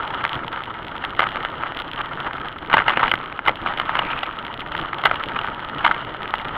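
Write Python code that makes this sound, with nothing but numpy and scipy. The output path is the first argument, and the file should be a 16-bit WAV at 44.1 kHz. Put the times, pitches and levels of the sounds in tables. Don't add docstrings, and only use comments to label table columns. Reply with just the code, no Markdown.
import sys
import numpy as np
from scipy import signal
from scipy.fft import rfft, irfft, next_fast_len
from scipy.io import wavfile
from scipy.ndimage import uniform_filter1d, minimum_filter1d

SR = 44100
rng = np.random.default_rng(int(sys.argv[2]) if len(sys.argv) > 2 else 0)


def waveform_to_disk(signal):
    frames = np.transpose(np.atleast_2d(signal))
    scaled = np.clip(frames, -1, 1) * 32767
    samples = np.round(scaled).astype(np.int16)
    wavfile.write(sys.argv[1], SR, samples)


N = 289730
TIME = np.arange(N) / SR
LEAD_S = .008


def amp(db):
    return 10 ** (np.asarray(db) / 20)


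def unit(x):
    return x / np.sqrt(np.mean(x ** 2))


def add(track, s, sound):
    start = int(np.clip(s * SR, 0, N - 1))
    track[start:start + len(sound)] += sound[:N - start]


def drift(rate):
    hold = max(int(SR / rate), 2)
    steps = rng.standard_normal(N)[np.arange(N) // hold]
    return unit(uniform_filter1d(steps, hold))


def colour(x, points):
    hz, db = np.transpose(points)
    size = next_fast_len(len(x) + 1024)
    bins = np.maximum(np.fft.rfftfreq(size, 1 / SR), 1)
    gain = amp(np.interp(np.log(bins), np.log(hz), db))
    return irfft(rfft(x, size) * gain, size)[:len(x)]


def ring(force, hz, width, db):
    return sum(amp(d) * signal.lfilter(*signal.iirpeak(f, f / w, fs=SR), force)
               for f, w, d in zip(hz, width, db))


# time in seconds, relative rumble level in dB.
TRAIL = [(0.0, -26.5), (0.7, -33.5), (1.12, -32.5), (1.19, -32), (1.54, -30), (1.61, -27.5), (1.89, -33),
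         (2.24, -31.5), (2.66, -36.5), (2.73, -28.5), (3.43, -36.5), (3.92, -25.5), (4.41, -33.5),
         (5.11, -29.5), (5.6, -32), (5.88, -28), (6.16, -30), (6.56, -30)]
# start and length in seconds, rise in dB.
RUTS = [(0.547, .04, 4.5), (1.188, .08, 5.5), (1.355, 0.022, 5.5), (1.981, .03, 4), (2.245, 0.032, 5.5),
        (2.442, .03, 5.5), (2.733, .09, 6.5), (2.882, 0.047, 8.5), (2.99, .1, 11), (3.306, .03, 3.5),
        (3.464, .03, 7.5), (3.66, 0.045, 7), (4.781, .05, 3), (5.056, 0.09, 4.5), (5.445, .04, 5.5),
        (5.84, 0.083, 4)]

def roughness(uneven_db=.63, attack_s=.025, release_s=.019):
    db = np.interp(TIME, *np.transpose(TRAIL)) + uneven_db * drift(18)
    for start, length, rise_db in RUTS:
        attack = np.clip(1 + (TIME - start) / attack_s, 0, 1)
        release = np.exp(-np.maximum(TIME - start - length, 0) / release_s)
        db += rise_db * attack * release
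    return db


# frequency and width in Hz,
# then relative level in dB when knocked, when shaken by the tyres and when hit by grit.
CASE_MODES = [(594, 64, -21.5, -20, -21.5), (944, 113, -5.5, 1, -19), (1178, 280, 0.5, -4, -12),
              (1301, 147, 0.5, 6, -12.5), (1487, 294, 2.5, -6.5, -16.5), (1800, 160, -7.5, -7, -21),
              (2030, 130, 0, -26, -2), (2884, 320, -3.5, -5.5, -6.5), (3284, 380, -20.5, -28.5, -2)]
# frequency in Hz, gain in dB.
CUSHION = [(100, -11), (700, 5.5), (3400, -2), (4500, -2.5), (6000, -6), (10000, -14)]

def tyres(ground_db, jolts_per_s=6000, grain_db=2.5, judder_db=4.5, level_db=-2):
    jolts = rng.standard_normal(N) * (rng.random(N) < jolts_per_s / SR)
    jolts *= amp(grain_db * rng.standard_normal(N))
    shake = np.zeros(N)
    for hz, width, _, db, _ in CASE_MODES:
        shake += ring(jolts * amp(judder_db * drift(70)), [hz], [width], [db])
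    return unit(colour(shake, CUSHION)) * amp(ground_db + level_db)


# frequency in Hz, relative density in dB.
WIND_SPECTRUM = [(15, -6), (33, -0.5), (50, -5), (90, -5.5), (138, -0.5), (190, -6), (250, -5), (320, -2.5),
                 (420, -7), (650, -8), (1100, -23.5), (3000, -49.5)]

def wind(ground_db, level_db=-38.5, follow=.42, buffet_db=2):
    rush = unit(colour(rng.standard_normal(N), WIND_SPECTRUM))
    swell_db = follow * (ground_db - np.median(ground_db))
    return rush * amp(level_db + swell_db + buffet_db * drift(50))


# middle and half length in seconds, rise in dB.
BENDS = [(1.95, .17, 1.5), (2.98, 0.25, 6.5), (4.097, 0.25, 9.5)]

def hiss_and_dust(hiss_db=-63, crunch_db=-42, grain_db=6):
    lean_db = sum(rise_db * np.exp(-((TIME - middle) / half) ** 2) for middle, half, rise_db in BENDS)
    grains = rng.standard_normal(N) * amp(grain_db * drift(300))
    crunch = unit(colour(ring(grains, hz=[2400], width=[600], db=[0]), CUSHION))
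    hiss = amp(hiss_db + lean_db) * rng.standard_normal(N)
    return hiss + amp(crunch_db) * (amp(lean_db) - 1) * crunch


def blow(length, bright, vary_db=2, buzz_db=-22, buzz_s=.005, size=1800):
    hz, width, mode_db, _, _ = np.transpose(CASE_MODES)
    since = np.arange(size) / SR - LEAD_S - .2963 * length
    away = np.maximum(since, -2 * since)
    contact = np.exp(-(away / (.52 * length)) ** 2) + amp(buzz_db) * np.exp(-away / buzz_s)
    force = colour(contact * rng.standard_normal(size), CUSHION)
    tilt = np.clip(bright, -6, 8)
    force[np.argmax(contact)] += rng.choice([-6, 6]) * amp(2 * min(tilt, 2))
    scatter_db, detune = rng.standard_normal((2, len(hz))) * [[vary_db], [.015]]
    sound = ring(force, hz * np.exp(detune), width, mode_db + tilt * np.log2(hz / hz[2]) + scatter_db)
    sound = signal.sosfilt(signal.butter(2, 330, "high", fs=SR, output="sos"), sound)
    return sound / np.sqrt(np.sum(sound ** 2) / (SR / 100))


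def loose_parts(ground_db, count=150, per_rut=3, clunk_db=-2, rattle_db=-3, follow=1.1):
    clunks = [(s, clunk_db) for s in (np.arange(count) + rng.random(count)) * TIME[-1] / count]
    rattles = [(start + length * share, rattle_db)
               for start, length, _ in RUTS for share in rng.random(per_rut)]
    usual_db = np.median(ground_db)
    shaken_db = usual_db + follow * (ground_db - usual_db)
    out = np.zeros(N)
    for s, db in clunks + rattles:
        spread_db, length, bright = rng.uniform([-6, .001, -6], [3, .005, -2])
        gain = amp(np.interp(s, TIME, shaken_db) + db + spread_db)
        add(out, s - LEAD_S, gain * blow(length, bright, vary_db=4))
    return out


# start in seconds, relative peak in dB.
STONES = [(.0774, -12.5), (.1459, -11.5), (.294, -9.5), (.3316, -8.5), (.3553, -19), (.481, -11.5),
          (.6375, -13), (.8488, -18), (1.0498, -6.5), (1.29, -12.5), (1.7717, -9.5), (1.7908, -11.5),
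          (1.801, -10), (1.82, -12.5), (1.9153, -13), (2.0155, -12.5), (2.2033, -11.5), (2.4852, -12.5),
          (3.0825, -12.5), (3.1554, -10.5), (3.5573, -13.5), (3.774, -13.5), (4.1157, -14.5), (4.1756, -20),
          (4.1906, -10.5), (4.2651, -15.5), (4.3892, -15.5), (4.4502, -15.5), (4.5412, -12.5),
          (4.6067, -12), (4.7206, -12), (4.7787, -11), (4.8142, -13), (5.1577, -11.5), (5.2377, -8),
          (5.2867, -11), (5.4153, -15), (5.9463, -15.5), (6.2317, -12.5), (6.3074, -15), (6.3554, -12.5),
          (6.4852, -15)]

def grit(ground_db, count=210, fine_db=-24, range_db=10, follow=.1, level_db=2, tilt_db_per_octave=3):
    hz, width, _, _, mode_db = np.transpose(CASE_MODES)
    times = (np.arange(count) + rng.uniform(0, 2.2, count)) * TIME[-1] / (count + 1)
    grain_db = fine_db + range_db * rng.random(count) ** 2
    grain_db += follow * np.interp(times, TIME, ground_db - np.median(ground_db))
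    mode_db = mode_db + tilt_db_per_octave * np.log2(hz / hz[0])
    spots = rng.standard_normal((20, 2, len(hz))) * [[.04], [2]]
    tap = signal.unit_impulse(500)
    pings = [ring(tap, hz * np.exp(detune), 2 * width, mode_db + scatter_db)
             for detune, scatter_db in spots]
    out = np.zeros(N)
    for s, db in list(STONES) + list(zip(times, grain_db)):
        ping = pings[rng.integers(len(pings))]
        add(out, s, amp(db + level_db) * ping / np.abs(ping).max())
    return out


# time in seconds, relative level
# in dB, chatter length in seconds, brightness in dB per octave (blow limits its range).
BUMPS = [(.239, -22, .005, 0.5), (0.251, -17.5, .001, -16), (1.038, -25.5, 0.0082, -1),
         (1.1928, -5, .0035, 4.5), (1.2034, -18, .005, 4), (1.2208, -22, .001, -8),
         (1.228, -21, .006, -6.5), (1.2391, -24, 0.0023, -0.5), (1.267, -24, .004, -5),
         (1.449, -22.5, 0.00312, 3), (1.6355, -24, .001, -10), (2.6985, -24.5, .006, -6),
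         (2.7291, -14, .004, 5), (2.7386, 2, .0055, -1.5), (2.7689, -6, .003, -3.5),
         (2.7807, -14, .0035, -8), (2.79, -18.5, .001, -4.5), (2.8814, -4, .002, 1), (2.895, -17, .0024, 2),
         (2.9018, -23.5, .007, 2), (2.972, -12, .002, -12), (3.03, -9, .0047, -3.5),
         (3.0378, -20, .0033, 4.5), (3.115, -8.5, .0028, 1), (3.1387, -13, .0013, 3.5),
         (3.3914, -24.5, .002, -19), (3.462, -25.5, 0.0064, -8), (3.4741, -18.5, .008, 0),
         (3.4815, -1.5, .0023, 5), (3.4932, -15.5, .002, -8.5), (3.7983, -19.5, .0034, 5),
         (3.8931, -20.5, .0025, -3.5), (3.953, -19.5, 0.0037, 8), (3.9893, -16.5, .008, 8),
         (4.23, -21.5, 0.011, 21), (4.75, -25, .0045, -13), (4.9306, -25, .004, -6),
         (5.037, -21.5, .004, 12), (5.0547, 5.5, .0043, 1.5), (5.065, -21, .006, -3),
         (5.1119, -14.5, .004, 0), (5.3583, -21.5, .016, -16), (5.3888, -23, .0046, 6),
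         (5.8465, -9.5, .009, 2), (5.8626, -9.5, .006, -1), (5.8778, -18, .003, 0),
         (5.9118, -12, .0025, -3), (6.3391, -14, .001, -3)]

def knocks(level_db=1.23):
    out = np.zeros(N)
    for s, db, length, bright in BUMPS:
        add(out, s - LEAD_S, amp(db + level_db) * blow(length, bright))
    return out


def scene():
    ground_db = roughness()
    rolling = tyres(ground_db) + wind(ground_db) + hiss_and_dust()
    impacts = grit(ground_db) + loose_parts(ground_db) + knocks()
    return (rolling + impacts)[None]


# frequency in Hz, gain in dB.
RECORDER_MUFFLE = [(20, 0.5), (3200, 1.5), (3700, -5.5), (4200, -12), (4800, -21.5), (5500, -24),
                   (6050, -37), (6800, -25.5), (8000, -38), (10000, -17), (11200, -22), (13000, -12.5),
                   (15500, -28)]

def record(dry, overload=.81, ceiling=.7, hold_samples=90, top_hz=15870):
    muffled = colour(np.clip(dry[0], -overload, overload), RECORDER_MUFFLE)
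    gain = np.minimum(1, ceiling / (np.abs(muffled) + 1e-9))
    gain = minimum_filter1d(gain, hold_samples)
    for _ in range(2):
        gain = uniform_filter1d(gain, hold_samples // 2)
    lowpass = signal.ellip(10, .2, 70, top_hz, fs=SR, output="sos")
    return signal.sosfilt(lowpass, muffled * gain)[None]


dry = scene()
out = record(dry)
waveform_to_disk(out)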